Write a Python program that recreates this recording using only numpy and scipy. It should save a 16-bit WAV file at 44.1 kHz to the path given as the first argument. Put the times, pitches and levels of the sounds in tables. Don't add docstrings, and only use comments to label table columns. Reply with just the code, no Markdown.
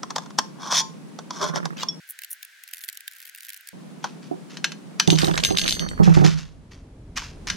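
import sys
import numpy as np
from scipy import signal
from scipy.fft import rfft, irfft
from scipy.io import wavfile
from scipy.ndimage import uniform_filter1d, map_coordinates

SR = 44100
rng = np.random.default_rng(int(sys.argv[2]) if len(sys.argv) > 2 else 0)


def wav_record(signal):
    frames = np.transpose(np.atleast_2d(signal))
    bounded = np.clip(frames, -1, 1)
    quanta = np.round(bounded * 32767).astype(np.int16)
    wavfile.write(sys.argv[1], SR, quanta)


N = 333396
TIME = np.arange(N) / SR
TAIL = np.arange(SR) / SR


def amp(db):
    return 10 ** (np.asarray(db) / 20)


def unit(x):
    return x / np.sqrt(np.mean(x ** 2) + 1e-20)


def along(points, hz):
    point_hz, values = np.transpose(points)
    return np.interp(np.log(hz + 1), np.log(point_hz), values)


def gains(rows):
    times, *columns = np.transpose(rows)
    inside = (TIME >= times[0]) * (TIME <= times[-1])
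    return np.array([amp(np.interp(TIME, times, column)) * inside for column in columns])


def add(track, at, sound):
    part = track[..., max(round(at * SR), 0):][..., :sound.shape[-1]]
    part += sound[..., :part.shape[-1]]


def through(x, response):
    return signal.fftconvolve(x, np.atleast_2d(response), axes=1)[:, :N]


def colour(x, spectrum, ripple_db=0, size=4096):
    hz = np.fft.rfftfreq(size, 1 / SR)
    skirt = hz ** 2 / (hz ** 2 + (spectrum[0][0] / 2) ** 2)
    ripple = ripple_db * map_coordinates(rng.standard_normal(size), [hz / 190])
    cepstrum = irfft(np.log(amp(along(spectrum, hz) + ripple) * skirt + 1e-6))
    response = irfft(np.exp(rfft(2 * cepstrum[:size // 2], size)))
    return through(x, response / np.linalg.norm(response))


def hiss(alike, size=N):
    likeness = along(alike, np.fft.rfftfreq(size, 1 / SR)) if np.ndim(alike) else alike
    turn = np.arccos(np.clip(likeness, -1, 1)) / 2
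    a, b = rfft(rng.standard_normal((2, size)))
    mid = irfft(a * np.cos(turn), size)
    side = irfft(b * np.sin(turn), size)
    return np.array([mid + side, mid - side])


# frequency in Hz, left-right likeness from -1 to 1.
METAL_ALIKE = [(400, .1), (1000, 0.78), (3500, 0.98), (10000, 0.57)]


def bursts(times, levels_db, spectrum, t60, lead_db=-24, alike=METAL_ALIKE, ripple_db=2.0,
           detune=.015, size=4096):
    out = np.zeros((2, N))
    lead, swell_rate = .01, 3500
    t = TAIL[:size] - lead
    shape = amp(np.where(t < 0, lead_db + swell_rate * t, -60 * t / t60))
    for at, db in zip(times, levels_db):
        pitch = np.exp(detune * rng.standard_normal())
        shifted = np.multiply(spectrum, [pitch, 1])
        crack = colour(hiss(alike, size) * shape, shifted, ripple_db)
        add(out, at - lead, amp(db) * crack * np.linalg.norm(shape) / np.linalg.norm(crack))
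    return out


def grains(rate, spread_db, t60):
    sizes = amp(spread_db * np.minimum(rng.exponential(size=N), 3))
    tears = sizes * (rng.random(N) < rate / SR)
    energy = signal.lfilter([1], [1, -amp(-60 / (t60 * SR)) ** 2], tears ** 2)
    return unit(np.sqrt(energy))


def ring(modes, apart):
    hz, db, t60 = np.transpose(modes)[:, :, None]
    strength, shift = rng.standard_normal((2, len(modes), 1))
    rise = 1 - np.exp(-TAIL / .0004)
    fade = rise * amp(db + strength - 60 * TAIL / t60)
    phase = 2 * np.pi * hz * TAIL
    return np.array([(fade * np.sin(phase + side * apart * shift)).sum(0) for side in (-.5, .5)])


def swell(middle, width, order=2):
    return np.exp(-.5 * ((TIME - middle) / width) ** order)


def held(start, attack_s, end, release_s):
    return np.clip(np.minimum((TIME - start) / attack_s, 1 - (TIME - end) / release_s), 0, 1)


def scatter(start, end, db, count):
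    times = start + (end - start) * (np.arange(count) + 2 * rng.random(count)) / (count + 1)
    return list(zip(times, db + 3 * rng.standard_normal(count)))


# time in seconds, relative level in dB.
CLOSED_SNIPS = [(0.032, -17.5), (0.105, -18), (0.161, -10.5), (0.182, -15.5), (0.387, -1.5), (0.724, -10),
                (1.189, -23), (1.307, -17.5), (1.559, -13), (1.655, -15.5), (1.832, -13)]
# middle in seconds, relative level in dB,
# half width in seconds, hollow band relative to the edge in dB.
WALL_STROKES = [(0.658, -40, 0.045, 4), (0.727, -25.5, 0.016, -3.5), (0.78, -16.5, 0.027, -16),
                (1.369, -41.5, 0.039, 1), (1.431, -31.5, 0.017, 3.5), (1.47, -37.5, 0.031, 0),
                (1.565, -34.5, 0.019, 3)]
# frequency in Hz, relative level in dB, t60 in seconds.
WALL_MODES = [(895, 1, 0.23), (1058, 1.5, 0.33), (3405, -7.5, 0.087), (4670, -10, 0.21), (5700, -12, 0.33),
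              (6950, -9.5, 0.25)]
# frequency in Hz, relative level in dB.
BODY_MODES = [(404, -1), (603, -2.5), (1040, 1), (1370, -3.5)]
# frequency in Hz, relative density in dB per Hz.
CAN_EDGE_COLOUR = [(1200, -21), (2000, -7.5), (2900, -10.5), (3400, 3.5), (3900, -4), (5900, 2.5),
                   (8000, -15), (16000, -35.5)]
# frequency in Hz, density in dB per Hz.
HOLLOW_COLOUR = [(350, -13), (720, -3), (1020, 4.5), (1900, -13.5), (3000, -48)]
HOLLOW_DB, HOLLOW_GROWS = -7, 0.83
CREAK_FROM, CREAK_TO, CREAK_DB = 0.16, 0.4, -37
GROAN_FROM, GROAN_DB, GROAN_T60 = 1.4, -2, 0.068
WALL_FREED = 0.805


def closed_can():
    times, db = np.transpose(list(CLOSED_SNIPS) + scatter(CREAK_FROM, CREAK_TO, CREAK_DB, count=4))
    cut = bursts(times, db - 5.5, CAN_EDGE_COLOUR, t60=0.027, lead_db=-11.5)
    hollow_db = HOLLOW_DB + HOLLOW_GROWS * db
    cut += bursts(times, hollow_db, HOLLOW_COLOUR, t60=0.036, lead_db=-11.5)
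    tear = grains(rate=1600, spread_db=3.5, t60=.01)
    edge = sum(amp(db) * swell(at, width, order=4) for at, db, width, _ in WALL_STROKES)
    hollow = sum(amp(db + rel) * swell(at, width) for at, db, width, rel in WALL_STROKES)
    for force, spectrum in (edge, CAN_EDGE_COLOUR), (hollow, HOLLOW_COLOUR):
        cut += colour(hiss(METAL_ALIKE) * tear * force, spectrum, ripple_db=3)
    out = cut + amp(-64.0) * through(cut, ring(WALL_MODES, apart=1.3))
    body = ring([(hz, level, GROAN_T60) for hz, level in BODY_MODES], apart=1)
    late_tear = hiss(0.77) * tear * hollow * (TIME > GROAN_FROM)
    out += amp(GROAN_DB) * through(late_tear, body / np.linalg.norm(body[0]))
    add(out, WALL_FREED, amp(-30.0) * ring(WALL_MODES, apart=0.94))
    return out


# time in seconds, relative level in dB, relative hollow band in dB.
SNAPS = [(4.0416, -17, -4), (4.5701, -22, -21), (4.6432, -4.5, -27.5), (4.7189, -21, -26.5),
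         (4.998, 0, -24), (5.3764, -7.5, -20), (7.1736, -12.5, -17), (7.2192, -28, -9), (7.471, -19, -19.5),
         (7.5002, -9, -30)]
# start in seconds, relative level in dB.
SLIDES = [(4.026, -39.5), (4.22, -48), (4.495, -42), (5.18, -25), (6.03, -27), (6.135, -27.5),
          (6.238, -21.5), (6.37, -35.5), (6.708, -47.5), (7.157, -28.5), (7.23, -38.5), (7.468, -29)]
# frequency in Hz, relative density in dB per Hz.
SHEET_COLOUR = [(710, -38.5), (1400, 2), (6200, 0.5), (7800, -12), (14200, -28), (16000, -43.5)]
SHEET_MODES_HZ = [1610, 3020, 4240, 5960]
SHEET_TONES_DB, SHEET_TONES_T60 = -24, 0.12
SHEET_RING_DB = -25
SLIDE_RISE_S, SLIDE_T60 = 0.0078, 0.31


def opened_sheet():
    times, db, hollow_db = np.transpose(SNAPS)
    out = bursts(times, db - 4.0, SHEET_COLOUR, t60=0.03)
    out += bursts(times, db + hollow_db + 4.5, HOLLOW_COLOUR, t60=0.058)
    out += bursts(times, db + SHEET_RING_DB, SHEET_COLOUR, t60=0.18, ripple_db=3, size=8192)
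    modes = [(hz, 0, SHEET_TONES_T60) for hz in SHEET_MODES_HZ]
    for at, level, _ in SNAPS:
        add(out, at, amp(level + SHEET_TONES_DB) * ring(modes, apart=1))
    crinkle = grains(rate=1400, spread_db=3.6, t60=0.0066)
    crinkle_seconds = crinkle[:N // SR * SR].reshape(-1, SR)
    swelling = 1 - np.exp(-TAIL / SLIDE_RISE_S)
    for at, level in SLIDES:
        envelope = swelling * amp(level - 60 * TAIL / SLIDE_T60)
        scrape = hiss(METAL_ALIKE, SR) * rng.choice(crinkle_seconds) * envelope
        bright = colour(scrape, SHEET_COLOUR, ripple_db=2)
        add(out, at, bright + amp(-12.5) * colour(scrape, HOLLOW_COLOUR))
    return out


# frequency in Hz, relative level in dB, t60 in seconds.
STEEL_MODES = [(3380, -10, 0.083), (5490, 4, 0.059)]
SCRAPE_FROM, SCRAPE_TO, SCRAPE_DB = 1.769, 1.835, -32
SCRAPE_FROM_HZ, SCRAPE_TO_HZ = 2600, 5100
BLADES_SHUT = 1.886


def blades():
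    out = np.zeros((2, N))
    for done in np.linspace(0, 1, num=7, endpoint=False):
        at = SCRAPE_FROM + done * (SCRAPE_TO - SCRAPE_FROM)
        hz = SCRAPE_FROM_HZ + done * (SCRAPE_TO_HZ - SCRAPE_FROM_HZ)
        decay = amp(SCRAPE_DB - 60 * TAIL[:4096] / 0.062)
        slip = (.5 + done) * hiss(0.53, size=4096) * decay
        add(out, at, colour(slip, [(900, -7), (hz, 0), (6500, -6), (9000, -25)], ripple_db=5))
    add(out, BLADES_SHUT, amp(-17.0) * ring(STEEL_MODES, apart=0.6))
    return out


# time in seconds, relative level in dB.
RIM_CONTACTS = [(5.0755, -7.5), (5.103, -1.5), (5.1871, -6), (5.2173, -11), (5.245, -8), (5.4374, -4.5),
                (5.4489, -1.5), (5.457, -13), (5.572, -5), (5.585, -3), (5.595, -9), (5.615, -12),
                (5.661, -14), (5.679, -4.5), (5.694, -7.5), (5.708, -8.5), (5.725, -7), (5.7945, -11),
                (5.888, -21)]
# frequency in Hz, relative level in dB, t60 in seconds.
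DOME_MODES = [(3080, -5, 0.24), (3640, -3, 0.15), (4390, -7.5, 0.45), (6260, 1, 0.28)]
# frequency in Hz, relative level in dB, t60 in seconds.
FLAT_MODES = [(4455, -0.5, 0.57), (5900, -2, 0.37)]
# frequency in Hz, relative density in dB per Hz.
RIM_COLOUR = [(1200, -21.5), (2800, -4.5), (3700, 1), (6400, -13), (7500, -19), (15500, -39.5)]
# frequency in Hz, left-right likeness from -1 to 1.
CLICK_ALIKE = [(1500, 0.33), (3500, 1), (8000, -0.32)]
# frequency in Hz, relative density in dB per Hz.
SHIMMER_COLOUR = [(1400, 1.5), (5500, 6.5), (7500, 1), (15000, -11)]
SHIMMER_DB, SHIMMER_T60 = -3.5, 0.18
CHATTER_FROM, CHATTER_TO, CHATTER_DB = 5.11, 5.78, -18.5
BASE_SETTLES = 5.794


def base():
    chatter = scatter(CHATTER_FROM, CHATTER_TO, CHATTER_DB, count=42)
    times, db = np.transpose(list(RIM_CONTACTS) + chatter)
    dome = np.zeros((2, N))
    for at, level in RIM_CONTACTS:
        add(dome, at, amp(level - 25.5) * ring(DOME_MODES, apart=1.2))
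    add(dome, BASE_SETTLES, amp(-32.5) * ring(FLAT_MODES, apart=0.64))
    crowd_hz = rng.uniform(SHIMMER_COLOUR[0][0], SHIMMER_COLOUR[-1][0], size=76)
    crowd = ring([(hz, 0, SHIMMER_T60) for hz in crowd_hz], apart=1.6)
    strikes = bursts(times, db + SHIMMER_DB, SHIMMER_COLOUR, t60=0.0022, ripple_db=3)
    dome += through(strikes, crowd / np.linalg.norm(crowd[0]))
    return dome + bursts(times, db + .5, RIM_COLOUR, t60=0.008, alike=CLICK_ALIKE, detune=.07)


# time in seconds, relative level in dB.
TABLE_KNOCKS = [(4.312, -38.5), (5.077, -10.5), (5.124, -15.5), (5.23, -16.5), (5.28, -17.5), (5.506, -20),
                (5.999, -5.5), (6.075, -8), (6.168, -6), (6.217, -13.5), (6.244, -13.5)]
# middle in seconds, relative level in dB, half width in seconds.
TABLE_RUBS = [(1.58, -26, 0.11), (5.27, -23.5, 0.08), (5.65, -25, 0.28), (6.17, -23, 0.09)]
# unloaded frequency in Hz, relative level in dB, t60 in seconds.
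TOP_MODES = [(111, -14.5, 0.26), (161.8, -2.5, 0.53), (187.6, -6, 0.34), (316, 0.5, 0.13), (345, -2, 0.084),
             (387.8, -1.5, 0.16), (753.6, -2, 0.074)]
# frequency in Hz, relative density in dB per Hz.
DRAG_COLOUR = [(110, -30), (165, 14), (240, -9), (340, -5), (800, -15), (1700, -12), (3600, -45.5)]
# frequency in Hz, relative density in dB per Hz.
CLACK_COLOUR = [(250, -16), (450, 1.5), (850, 2.5), (3000, -41.5)]
HARD_DB, SOFTENS = -14.5, 0.77
CLACK_DB, CLACK_GROWS = -11.5, 0.41


def table():
    rubbing = sum(amp(db) * swell(at, width) for at, db, width in TABLE_RUBS)
    drag = rubbing * grains(rate=80, spread_db=2.0, t60=0.026)
    top = colour(hiss(0.98) * drag, DRAG_COLOUR, ripple_db=-1.5)
    for at, db in TABLE_KNOCKS:
        hard_db = HARD_DB - SOFTENS * db
        load = np.exp(.03 * rng.standard_normal())
        modes = [(hz * load, level + hard_db * (hz > 250), t60) for hz, level, t60 in TOP_MODES]
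        onset = 1 - np.exp(-TAIL / 0.0016)
        add(top, at, amp(db + 5.5) * ring(modes, apart=0.55) * onset)
    times, db = np.transpose(TABLE_KNOCKS)
    clack_db = CLACK_DB + CLACK_GROWS * db
    top += bursts(times, clack_db, CLACK_COLOUR, t60=0.17, lead_db=-19, alike=1.0)
    return top * [[-.46], [1]]


# time in seconds, relative level in dB.
FAST_TICKS = [(2.1899, -24), (2.2191, -17), (2.2355, -21), (2.2465, -17.5), (2.4294, -20.5), (2.4498, -20),
              (2.6371, -23.5), (2.7355, -14), (2.7814, -24), (2.838, -19.5), (2.888, -17), (2.973, -20.5),
              (3.0066, -22.5), (3.0789, -16.5), (3.3488, -20.5), (3.492, -20.5), (3.609, -25),
              (3.6734, -21), (3.688, -20)]
# middle in seconds, relative level in dB.
FAST_ZIPS = [(2.107, -33.5), (2.322, -31), (2.839, -36.5)]
# start in seconds, end in seconds, relative level in dB.
FAST_CRUNCHES = [(2.656, 2.972, -28), (3.109, 3.309, -30), (3.357, 3.584, -28)]
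# frequency in Hz, relative density in dB per Hz.
TICK_BODY_COLOUR = [(1100, -50.5), (1600, -2.5), (8000, -11), (13500, -5.5), (16000, -13)]
# frequency in Hz, density in dB per Hz.
ZIP_RING_COLOUR = [(5000, -22.5), (9000, -12), (11500, -0.5), (16000, -12.5)]
# frequency in Hz, relative density in dB per Hz.
FAST_AIR_COLOUR = [(1150, -22), (1550, 4.5), (2400, -5), (16000, -23)]


def fast_forward():
    crackle = [tick for run in FAST_CRUNCHES for tick in scatter(*run, count=24)]
    times, db = np.transpose(list(FAST_TICKS) + crackle)
    body_db = db - 6.0 + 3 * rng.standard_normal(len(times))
    out = bursts(times, body_db, TICK_BODY_COLOUR, t60=0.011, lead_db=-16, alike=0.52, ripple_db=3)
    out += bursts(times, db - 3.5, ZIP_RING_COLOUR, t60=0.002, alike=0.29, ripple_db=4, detune=.15)
    strokes = sum(amp(level) * swell(at, width=0.013) for at, level in FAST_ZIPS)
    zipping = strokes * grains(rate=600, spread_db=7.0, t60=0.0065)
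    out += colour(hiss(.8) * zipping, ZIP_RING_COLOUR, ripple_db=4)
    return out + amp(-52.5) * colour(hiss(0.43), FAST_AIR_COLOUR)


def walls(x):
    tail = rng.standard_normal((2, SR)) * amp(-60 * TAIL / 0.27)
    return amp(-14.5) * through(x, tail / np.linalg.norm(tail[0]))


# time in seconds, relative level in dB.
BREEZE_LEVEL = [(5.05, -65), (5.24, -45), (6.24, -43), (6.46, -52.5), (7.55, -44)]
# frequency in Hz, relative density in dB per Hz.
BREEZE_COLOUR = [(45, -0.5), (250, -14), (16000, -81)]
# frequency in Hz, relative density in dB per Hz.
DRONE_COLOUR = [(100, -33.5), (160, 4), (380, -11.5), (1000, -50)]
# frequency in Hz, relative density in dB per Hz.
AIR_COLOUR = [(200, -15.5), (400, -0.5), (1870, -14), (10700, -25), (16000, -63)]
DRONE_DB, AIR_DB = -41.5, -50.5
LULL_FROM, LULL_FALL_S, LULL_TO, LULL_RISE_S = 6.3, 0.12, 7.1, 0.43
DRONE_DIP_DB, AIR_DIP_DB = 31, 10


def yard():
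    lull = held(LULL_FROM, LULL_FALL_S, LULL_TO, LULL_RISE_S)
    drone = amp(DRONE_DB - DRONE_DIP_DB * lull) * colour(hiss(0), DRONE_COLOUR)
    air = amp(AIR_DB - AIR_DIP_DB * lull) * colour(hiss(0.11), AIR_COLOUR)
    breeze = amp(4.5) * gains(BREEZE_LEVEL)[0] * colour(hiss(1.0), BREEZE_COLOUR)
    return drone + air + breeze


FAST_FROM, FAST_TO = 2.0, 3.73


def scene():
    metal = closed_can() + opened_sheet() + blades() + base()
    inside = (TIME > FAST_FROM) & (TIME < FAST_TO)
    fast = uniform_filter1d(1.0 * inside, size=200)
    normal = metal + walls(metal) + table() + yard()
    return (1 - fast) * normal + fast * fast_forward()


TOP_HZ = 16500


def record(dry):
    rounded = dry / (1 + dry ** 6) ** (1 / 6)
    return irfft(rfft(rounded) * (np.fft.rfftfreq(N, 1 / SR) < TOP_HZ), N)


dry = scene()
out = record(dry)
wav_record(out)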